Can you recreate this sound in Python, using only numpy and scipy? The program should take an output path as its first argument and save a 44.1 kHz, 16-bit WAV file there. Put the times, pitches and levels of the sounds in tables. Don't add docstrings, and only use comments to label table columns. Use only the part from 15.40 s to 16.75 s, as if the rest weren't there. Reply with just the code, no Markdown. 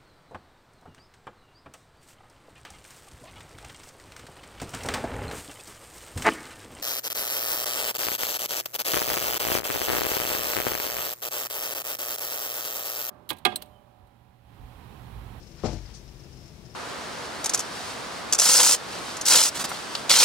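import sys
import numpy as np
from scipy import signal
from scipy.fft import rfft, irfft, next_fast_len
from scipy.io import wavfile
from scipy.ndimage import map_coordinates

SR = 44100
rng = np.random.default_rng(int(sys.argv[2]) if len(sys.argv) > 2 else 0)


def transcribe(u):
    v = np.clip(np.atleast_2d(u).T, -1, 1)
    q = np.round(v * 32767).astype(np.int16)
    wavfile.write(sys.argv[1], SR, q)


N = 59535

# freq_hz, gain_db
AIR_EQ = [(20, -29), (40, 6.5), (52, -1.5), (68, 3.5), (100, -3.5), (140, 2.5), (175, -5.5), (210, -6.5),
          (270, -11), (340, -7), (500, -16), (800, -19.5), (1400, -31.5), (2800, -29.5), (4200, -29),
          (5300, -22.5), (6500, -31), (9000, -41), (15000, -48)]
# start_s, level_db
CHIRP_CUES = [(0.025, -55), (.068, -55.5), (.114, -56.5), (0.172, -59), (.375, -57), (0.678, -56),
              (.705, -70), (.792, -55), (0.836, -56.5), (0.923, -55), (0.969, -57), (1.002, -57),
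              (1.031, -56), (1.056, -56.5), (1.079, -55), (1.252, -54.5), (1.298, -55), (1.341, -53)]
# freq_hz, gain_db
RASP_EQ = [(1500, -20), (3500, -21), (5300, -7.5), (6500, -12), (8000, -26), (15000, -54)]
# peak_s, level_db, rise_s, t60_s
CLOTH_STROKES = [(.205, -49, 0.039, 0.13), (.262, -38, 0.03, 0.52), (.46, -59.5, 0.022, 0.39),
                 (.51, -52, 0.096, 0.35)]
# freq_hz, gain_db
CLOTH_EQ = [(200, -72), (900, -1), (2000, 0), (3600, -2.5), (5500, 0.5), (8000, -16), (15000, -39)]
# start_s, level_db
JOIST_LOADS = [(0.229, -35), (.285, -31.5), (.515, -42.5), (0.668, -46)]
# start_s, level_db, contact_ms
FOOT_HITS = [(.2348, -2, 1.3), (.240, -2.5, 2.2), (.2515, -2, 2.4), (.262, -9, 3), (.285, -5, 6),
             (.3285, -4, 5.5)]
# pitch_hz, level_db, t60_s
BOARD_MODES = [(73, -33, 0.28), (101, -26.5, 0.48), (139.2, -27, 0.21), (214, -33, 0.33),
               (243.2, -31.5, 0.26), (322.3, -25, .28), (422, -37, 0.2), (513, -23.5, 0.12),
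               (606.4, -30.5, 0.29), (670, -31, 0.19), (713, -29.5, 0.25), (795.2, -39, 0.41),
               (867, -33, 0.37), (1259, -24.5, 0.095)]
# pitch_hz, level_db, t60_s
SLAP_MODES = [(93, -21.5, 0.02), (187, -21, 0.032), (395, -22, 0.028), (603, -15, 0.021),
              (1104, -27.5, .022)]
# freq_hz, gain_db
REVERB_EQ = [(30, -38), (90, -3.5), (300, -0.5), (700, -3), (1000, -5.5), (1500, -15), (3000, -52),
             (8000, -56)]
# freq_hz, t60_s
REVERB_DECAY = [(100, 0.29), (600, 0.23), (2000, 0.26), (8000, .3)]
# peak_s, level_db, rise_s, t60_s
SCUFF_STROKES = [(.263, -34, 0.015, 0.13), (.305, -43, 0.008, 0.23), (.338, -46.5, 0.023, 0.41)]
# freq_hz, gain_db
SCUFF_EQ = [(300, 7.5), (1200, -9), (2500, -31), (4000, 0), (5500, 4.5), (6800, -1.5), (8500, -17.5),
            (11000, -29), (15000, -40)]
# peak_s, level_db, rise_s, t60_s
BRUSH_STROKES = [(.345, -54, 0.037, 0.12)]
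# freq_hz, gain_db
BRUSH_EQ = [(1000, -13), (4000, -3), (6500, -7), (9000, -6), (11000, -10), (14000, -17), (16000, -16)]
# peak_s, pitch_hz, level_db, half_length_s
SQUEAK_CUE = (.463, 4980, -47, .0045)
# peak_s, level_db, rise_s, t60_s
SLIDE_STROKES = [(.554, -44, 0.016, 0.21)]
# freq_hz, gain_db
SLIDE_EQ = [(500, -36), (2000, -14), (3500, -7), (4500, 0.5), (6000, 5.5), (7500, -9), (9500, -12),
            (10500, -24), (15000, -34)]
# freq_hz, correlation
STEREO_LIKENESS = [(60, .99), (600, .98), (1400, .8), (3000, .3), (6000, .03)]
# freq_hz, gain_db
RIGHT_MIC_EQ = [(60, -11.5), (300, -11.5), (700, -13.5), (1300, -11), (2500, -13.5), (5000, -16),
                (6200, -7.5), (7200, -2), (9000, 0), (15000, -6)]
# freq_hz, gain_db
HISS_EQ = [(100, 16.5), (1000, 11), (4000, 7), (7200, -1.5), (9000, 0), (12000, -2), (15500, -5)]


def amp(db):
    return 10 ** (np.asarray(db) / 20)


def curve_at(points, hz):
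    freqs, values = np.transpose(points)
    return np.interp(np.log(hz + 1), np.log(freqs + 1), values)


def clock():
    return np.arange(N) / SR


def fade(t, t60):
    return amp(-60 * np.maximum(t, 0) / t60)


def filtered(x, response):
    size = next_fast_len(N + SR // 2)
    return irfft(rfft(x, size) * response(np.fft.rfftfreq(size, 1 / SR)), size)[..., :N]


def wobble(rate_hz):
    return map_coordinates(rng.standard_normal(N), [clock() * rate_hz + 2], mode="nearest")


def noise(eq):
    def mid_side_gains(hz):
        width = np.arccos(np.clip(curve_at(STEREO_LIKENESS, hz), 0, 1)) / 2
        return amp(curve_at(eq, hz)) * [np.cos(width), np.sin(width)]
    mid, side = filtered(rng.standard_normal((2, N)), mid_side_gains)
    pair = np.array([mid + side, mid - side])
    return pair / pair.std()


def room_air(level_db=-43.5):
    return amp(level_db) * noise(AIR_EQ)


def chirps(pitch_hz=5310, attack_s=0.00067, hold_s=0.012, t60_s=0.06, rasp_db=-1, right_db=-3.5):
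    t = clock()
    envelope = sum(amp(db) * np.clip((t - start) / attack_s, 0, 1) * fade(t - start - hold_s, t60_s)
                   for start, db in CHIRP_CUES)
    tone = np.sqrt(2) * np.sin(2 * np.pi * pitch_hz * t + 0.64 * wobble(rate_hz=180))
    rasp = amp(rasp_db) * noise(RASP_EQ)
    return envelope * (tone + rasp) * amp([[0], [right_db]])


def swells(strokes):
    power = np.zeros(N)
    for peak_s, db, rise_s, t60_s in strokes:
        t = clock() - peak_s
        attack = np.exp(-(np.minimum(t, 0) / rise_s) ** 2)
        power += (amp(db) * attack * fade(t, t60_s)) ** 2
    return np.sqrt(power)


def rubbing(strokes, eq, grain_db, grain_hz):
    grain = amp(grain_db * wobble(grain_hz))
    grain /= np.sqrt(np.mean(grain ** 2))
    return swells(strokes) * grain * noise(eq)


def cloth_rustle():
    return rubbing(CLOTH_STROKES, CLOTH_EQ, grain_db=-1.5, grain_hz=250)


def joist_boom(pitch_hz=51.02, attack_s=0.0062, t60_s=0.86):
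    boom = np.zeros(N)
    for start, db in JOIST_LOADS:
        t = np.maximum(clock() - start, 0)
        envelope = amp(db) * (1 - np.exp(-t / attack_s)) * fade(t, t60_s)
        boom += envelope * np.sin(2 * np.pi * pitch_hz * t)
    return np.sqrt(2) * boom


def ringing(modes, attack_cycles=0.26):
    t, ring = clock(), np.zeros(N)
    for k, (hz, db, t60_s) in enumerate(modes):
        attack = 1 - np.exp(-t * hz / attack_cycles)
        ring += (-1) ** k * amp(db) * attack * fade(t, t60_s) * np.sin(2 * np.pi * hz * t)
    return ring


def room_tail():
    hz, t, spectrum = signal.stft(noise(REVERB_EQ), SR, nperseg=256)
    spectrum = spectrum * fade(t, curve_at(REVERB_DECAY, hz)[:, None])
    tail = signal.istft(spectrum, SR, nperseg=256)[1][:, :N]
    return tail / np.linalg.norm(tail[0])


def foot_knocks(reverb_db=6):
    knocks = np.zeros((2, N))
    ring = ringing(BOARD_MODES) + ringing(SLAP_MODES)
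    for start, db, contact_ms in FOOT_HITS:
        rise_s = contact_ms / 1000 / 10
        age = np.maximum(clock() - start, 0) / rise_s
        force = age * np.exp(-age)
        response = amp(reverb_db) * room_tail() - ring
        knocks += amp(db) * signal.fftconvolve(response, force[None] / force.sum(), axes=1)[:, :N]
    return knocks


def sole_scuffs():
    return rubbing(SCUFF_STROKES, SCUFF_EQ, grain_db=2, grain_hz=500)


def pile_brush():
    return swells(BRUSH_STROKES) * noise(BRUSH_EQ)


def skin_squeak(fall_hz_per_s=41000):
    peak_s, pitch_hz, db, half_length_s = SQUEAK_CUE
    t = clock() - peak_s
    envelope = amp(db) * np.exp(-(t / half_length_s) ** 2)
    phase = 2 * np.pi * (pitch_hz - fall_hz_per_s * t / 2) * t
    return envelope * np.sqrt(2) * np.sin(phase)


def foot_slide():
    return swells(SLIDE_STROKES) * noise(SLIDE_EQ)


def scene():
    friction = sole_scuffs() + pile_brush() + foot_slide() + cloth_rustle() + skin_squeak()
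    impact = foot_knocks() + joist_boom()
    return friction + impact + chirps() + room_air()


def record(dry, low_cut_hz=24, top_hz=15700, hiss_gain_db=-62.5):
    right = filtered(dry[1], lambda hz: amp(curve_at(RIGHT_MIC_EQ, hz)))
    low_cut = signal.butter(2, low_cut_hz, "high", fs=SR, output="sos")
    mics = signal.sosfilt(low_cut, np.array([dry[0], right]))
    hiss = filtered(rng.standard_normal((2, N)), lambda hz: amp(curve_at(HISS_EQ, hz)))
    return filtered(mics + amp(hiss_gain_db) * hiss, lambda hz: hz < top_hz)


dry = scene()
out = record(dry)
transcribe(out)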